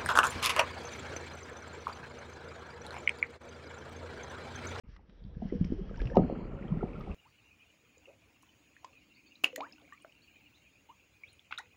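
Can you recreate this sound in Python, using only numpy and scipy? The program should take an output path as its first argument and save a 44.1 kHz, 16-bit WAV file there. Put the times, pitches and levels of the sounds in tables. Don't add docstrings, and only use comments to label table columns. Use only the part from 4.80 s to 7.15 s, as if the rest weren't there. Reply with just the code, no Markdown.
import sys
import numpy as np
from scipy import signal
from scipy.fft import rfft, irfft
from scipy.io import wavfile
from scipy.ndimage import uniform_filter1d

SR = 44100
rng = np.random.default_rng(int(sys.argv[2]) if len(sys.argv) > 2 else 0)


def volts(x):
    e = np.asarray(x, float) / 20
    return 10 ** e


def wav_record(signal):
    frames = np.transpose(np.atleast_2d(signal))
    bounded = np.clip(frames, -1, 1)
    quanta = np.round(bounded * 32767).astype(np.int16)
    wavfile.write(sys.argv[1], SR, quanta)


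N = 103458


def noise():
    return rng.standard_normal(N)


def smooth_twice(x, size):
    return uniform_filter1d(uniform_filter1d(x, size), size)


def curve(rows, col=1):
    rows = np.array(rows)
    return np.interp(np.arange(N) / SR, rows[:, 0], rows[:, col])


def tint(x, points):
    points = np.array(points)
    freq = np.arange(N // 2 + 1) * SR / N + 1
    level_db = np.interp(np.log(freq), np.log(points[:, 0]), points[:, 1], left=-60, right=-140)
    y = irfft(rfft(x) * volts(level_db), N)
    return y / np.std(y)


def walk(rate):
    hold = int(SR / rate)
    steps = np.repeat(rng.standard_normal(N // hold + 1), hold)
    return 1.3 * smooth_twice(steps, hold)[:N]


def grains(rows, rise, glide):
    out = np.zeros(N + SR)
    for s, db, hz, ms in rows:
        u = np.arange(-3 * rise, 5, 1000 / SR / ms)
        env = np.where(u < 0, np.exp(-(u / rise) ** 2), np.exp(-u / (1 - rise)))
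        tone = np.cos(2 * np.pi * hz * ms / 1000 * u * (1 + glide * u))
        i = max(int(s * SR - 3 * rise * ms * SR / 1000), 0)
        out[i:i + len(u)] += volts(db) * env * tone
    return out[:N]


def scatter(count, lo_hz, hi_hz, cycles, spread_db):
    r = rng.random((count, 3))
    start = .05 + r[:, 0] * N / SR
    level_db = -spread_db * np.log(r[:, 2] + .05)
    hz = lo_hz * (hi_hz / lo_hz) ** r[:, 1]
    x = grains(zip(start, level_db, hz, 1000 * cycles / hz), .4, .05)
    return x / np.std(x)


# (time [s], level [dB])
HISS_GAIN = [(.04,-99),(.1,-75.5),(.16,-78),(.19,-90.5),(.28,-86),(.3,-82),(.6,-84.5),(.63,-73.5),(1.2,-75),(1.37,-75),(1.4,-79),(1.7,-94),(2.34,-86.5)]
# (frequency [Hz], level [dB])
HISS_COLOUR = [(1100, -12.5), (1650, 4), (2400, -8.5), (3200, -6), (3700, -10.5), (4830, -10.5),
               (5630, -8.5), (6500, -26), (9000, -47.5)]


def gain_hiss():
    return tint(noise(), HISS_COLOUR) * volts(curve(HISS_GAIN) + 5.5 + 2.0 * walk(40))


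# (time [s], level [dB])
BREEZE = [
    (1.4, -100),
    (1.75, -79.5),
    (2.34, -72),
]


def breeze():
    return tint(noise(), [(3000, 8.5), (7000, -10.5), (10000, -16), (11000, -31)]) * volts(curve(BREEZE))


# (time [s], peak level [dB], pitch [Hz], length [ms])
CHIRP = (2.198, -66, 12400, 2.5)


def insect():
    return grains([CHIRP], .4, 0)


# (time [s], level [dB])
GUSTS = [(.04,-58.5),(.09,-48.5),(.28,-63.5),(.45,-48),(.58,-45.5),(.72,-46.5),(.82,-36),(.89,-44),(.94,-35.5),(1.07,-44.5),(1.21,-39.5),(1.31,-42.5),(1.42,-35),(1.54,-48.5),(1.72,-40),(1.8,-50),(1.96,-41.5),(2.2,-48),(2.31,-43.5)]


def wind():
    x = tint(noise(), [(18, -12), (36, 4), (48, 0), (80, -5), (130, -26.5), (250, -46.0)])
    local_rms = np.sqrt(smooth_twice(x ** 2, 2500))
    return x / local_rms * volts(curve(GUSTS))


# (time [s], slosh level [dB], wash level [dB])
FLOW = [(.04,-68.5,-71.5),(.28,-69,-78),(.31,-66.5,-78),(.6,-58.5,-74),(.64,-56.5,-68.5),(1.1,-51.5,-66.5),(1.35,-44,-63.5),(1.42,-42.5,-59),(1.7,-45.5,-58.5),(2.34,-45.5,-57.5)]
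# (frequency [Hz], level [dB])
SLOSH_COLOUR = [(80, -3), (160, -1.5), (480, -3.5), (650, -9), (1100, -21)]
WASH_COLOUR = [(800, -8), (1290, 0.5), (1500, -7), (1640, -8), (2200, -3), (2900, -6.5), (3350, -28),
               (3700, -37)]


def water():
    gurgles = scatter(count=500, lo_hz=110, hi_hz=866, cycles=1.17, spread_db=2)
    slosh = tint(noise() * volts(1.0 * walk(36)) + 0.22 * gurgles, SLOSH_COLOUR)
    fizz = scatter(count=2500, lo_hz=800, hi_hz=3870, cycles=9.1, spread_db=2)
    wash = tint(noise() * volts(0.92 * walk(30)) + 0.5 * fizz, WASH_COLOUR)
    return slosh * volts(curve(FLOW) + 1.5) + wash * volts(curve(FLOW, col=2) - 2.0)


def during(start, end):
    t = np.arange(N) / SR
    return uniform_filter1d(1. * (t > start) * (t < end), size=1500)


# (start [s], end [s], low edge [Hz], high edge [Hz], level [dB])
FILMS = [
    (0.278, 0.56, 3170, 4010, -81.5),
    (0.621, 1.66, 2890, 3320, -74.5),
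    (1.17, 1.377, 5100, 5840, -76),
    (1.383, 1.67, 4070, 4400, -79),
    (1.381, 1.68, 4600, 4750, -83.5),
    (1.12, 1.9, 6300, 7600, -90.5),
    (1.51, 1.46, 6400, 7370, -84),
    (1.752, 2.35, 11840, 12930, -100),
]


def films():
    out = 0
    for start, end, lo, hi, db in FILMS:
        film = tint(noise(), [(.97 * lo, -30), (lo, 0), (hi, 0), (1.03 * hi, -40)])
        patchy = volts(1.8 * walk(70))
        out = out + volts(db) * film * during(start, end) * patchy
    return out


# (start [s], end [s])
MIST_SPAN = (1.06, 1.6)


def mist():
    droplets = scatter(count=5000, lo_hz=1500, hi_hz=9000, cycles=4, spread_db=-4)
    droplets = tint(droplets, [(1500, 11), (6000, -6), (7000, -21), (10000, -34)])
    return volts(-74.5) * droplets * during(*MIST_SPAN)


# (time [s], peak level [dB], pitch [Hz])
TICKS = [(0.164,-74,4040),(.44,-63,3260),(0.44,-62,4500),(.451,-64,3640),(1.132,-72,6400),(1.161,-73,6700),(1.175,-55,5400),(1.192,-71,8600),(1.203,-57,5300),(1.229,-70,5600),(1.257,-58,5800),(1.276,-73,8200),(1.304,-71,7800),(1.355,-48,5490),(1.358,-65,3700),(1.376,-69,6600),(2.211,-64,3670),(2.21,-62,2750)]


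def ticks():
    cycles = 9.3
    tones = grains([(s, db, hz, 1000 * cycles / hz) for s, db, hz in TICKS], 0.52, 0)
    return tones * (0.7 + 3 * smooth_twice(noise(), 24))


# (time [s], peak level [dB])
SLAPS = [(0.164, -55.5), (0.296, -61.5), (0.643, -66.5), (0.844, -49.5), (1.159, -53), (1.193, -53),
         (1.216, -44.5), (1.255, -47.5), (1.275, -53), (1.304, -57), (1.356, -51), (1.368, -39),
         (2.209, -51)]
# (frequency [Hz], level [dB per Hz])
SLAP_COLOUR = [(900, 5), (2200, 4.5), (5500, -8.5), (7000, -29), (10000, -29)]


def slaps():
    t, env = np.arange(N) / SR, 0
    t60_s = 0.025
    for s, db in SLAPS:
        env = env + volts(db) * (t > s) * np.exp(-np.log(1000) * np.abs(t - s) / t60_s)
    return uniform_filter1d(env, size=60) * tint(noise(), SLAP_COLOUR)


# (time [s], peak level [dB], pitch [Hz], length [ms])
RISERS = [
    (1.435,-48,1400,4.1),
    (1.553,-45,1205,6.5),
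    (1.826,-48.5,1960,6.7),
]


def closing_bubbles():
    return grains(RISERS, 0.2, 0.16)


# (time [s], peak level [dB], pitch [Hz], length [ms])
DROPS = [(.164,-54.5,1150,4),(.165,-52,1870,1.7),(.551,-62,1670,6.9),(.7,-51,1975,5.7),(.845,-42.5,2080,1.1),(.848,-45,5130,0.87),(1.095,-51,1255,7.1),(1.144,-47,1480,5.1),(1.201,-41.5,1642,9.2),(1.205,-40,2210,1.4),(1.218,-47,3320,1.5),(1.272,-39.5,2630,2.2),(1.301,-41,1660,2.7),(1.334,-47,1730,6.4),(1.607,-46,980,6.1),(1.635,-54,1270,10),(1.72,-51,1305,5.6),(1.79,-48.5,1410,6.9),(1.855,-57,1850,14),(1.882,-53.5,3100,4.4),(1.925,-42.5,996,4.2),(1.992,-49,1890,2.2),(2.01,-42,1326,7.7),(2.128,-57,1150,6),(2.134,-49,2470,2.8),(2.142,-56,2240,11),(2.157,-45.5,1317,10),(2.207,-44,1216,8),(2.238,-51.5,2220,5.4),(2.298,-50,1130,6.6),(2.316,-45,2610,4)]


def drops():
    return grains(DROPS, 0.21, 0.021)


# (time [s], peak level [dB], pitch [Hz], length [ms])
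KNOCKS = [(.195,-55.5,833,5.3),(.623,-35,684,5.2),(.624,-35,387,3.4),(.726,-20.5,334,4.1),(.741,-39.5,495,35),(.995,-34,381,16),(1.113,-34.5,464,4),(1.183,-48.5,940,11),(1.22,-32,423,5),(1.32,-36,526,9.3),(1.35,-34.5,900,4.9),(1.359,-27.5,868,6.4),(1.367,-23,658,5),(1.371,-5.5,569,2.32),(1.372,-34,1263,10.7),(1.379,-18.5,395,18),(1.399,-33,471,18),(1.4,-24,306,17),(1.396,-39,782,16),(1.413,-39,757,13),(1.5,-22.5,536,2.34),(1.51,-34,360,9.8),(2.03,-25,415,5.8),(2.033,-30,759,4.3),(2.05,-34.5,370,11),(1.72,-49,636,11),(1.78,-49,555,47),(1.853,-49,775,17),(1.972,-50.5,780,14),(2.276,-41,768,7.3)]


def knocks():
    return grains(KNOCKS, 0.44, -0.015)


# (time [s], peak level [dB], pitch [Hz], length [ms])
THUMPS = [(.045,-53.5,206,8.2),(.09,-41.5,123,6.5),(.19,-58,169.5,15),(.297,-52,189,12),(.327,-59,407,3.9),(.425,-51,178,18),(.452,-34,110,6.9),(.468,-46,196,20),(.571,-32,154,9.8),(.63,-30.5,214,15.5),(.657,-26.5,187,11),(.738,-29,264,7.8),(.758,-26.5,186,11.7),(.812,-32,93,19),(.814,-16.5,176.4,6.1),(.826,-24,178,32),(.852,-30,198,6.4),(.905,-27.5,212,6.4),(.924,-19,281,4.6),(.94,-48.5,49.7,12),(1.019,-31.5,181,19),(1.11,-37,199,16),(1.16,-44.5,193,11),(1.215,-27,43.7,42),(1.222,-37,258,10),(1.26,-26.5,119.3,16),(1.377,-14,203,8.9),(1.387,-17,163,5.1),(1.399,-15.5,187,16),(1.417,-23,136.6,9),(1.444,-25,256,13),(1.527,-21.5,296,2.8),(1.575,-37.5,218,15),(1.81,-52.5,275.5,24),(1.855,-36.5,150.3,15),(1.912,-29.5,174,13),(1.927,-20,165.2,20.2),(1.975,-25.5,182,4.5),(2.04,-21.5,197,3.9),(2.298,-36.5,193.5,27),(2.31,-31.5,56.4,32)]


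def thumps():
    return -grains(THUMPS, 0.47, -0.0019)


# (frequency [Hz], level [dB], decay time t60 [s])
HULL_MODES = [
    (167.7, -0.5, 0.17),
    (240, -14.5, .15),
    (405, -13.5, 0.11),
]


def hull(x):
    modes_db, rattle_db, rattle_t60_s = -7.5, -7.5, 0.18
    t = np.arange(SR // 2) / SR
    ring = 0
    for hz, db, t60 in HULL_MODES:
        ring = ring + volts(db) * np.sin(2 * np.pi * hz * t) * np.exp(-np.log(1000) * t / t60) / t60
    dense = rng.standard_normal(len(t)) * np.exp(-np.log(1000) * t / rattle_t60_s) * (t > .004)
    dense = volts(rattle_db) * dense / np.sqrt(np.sum(dense ** 2))
    response = volts(modes_db) * ring * 14 / SR + dense
    return x + signal.fftconvolve(x, response)[:N]


def scene():
    background = gain_hiss() + breeze() + insect() + wind() + water()
    spray = films() + mist() + ticks() + slaps()
    body = hull(closing_bubbles() + drops() + knocks() + thumps())
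    return (background + spray + body)[None]


def band_limit(x):
    return signal.sosfilt(signal.butter(12, 12900, fs=SR, output="sos"), x)


def record(dry):
    start_s, ramp_s = .035, 0.0011
    mix = dry * np.clip((np.arange(N) / SR - start_s) / ramp_s, 0, 1)
    return band_limit(mix)


dry = scene()
out = record(dry)
wav_record(out)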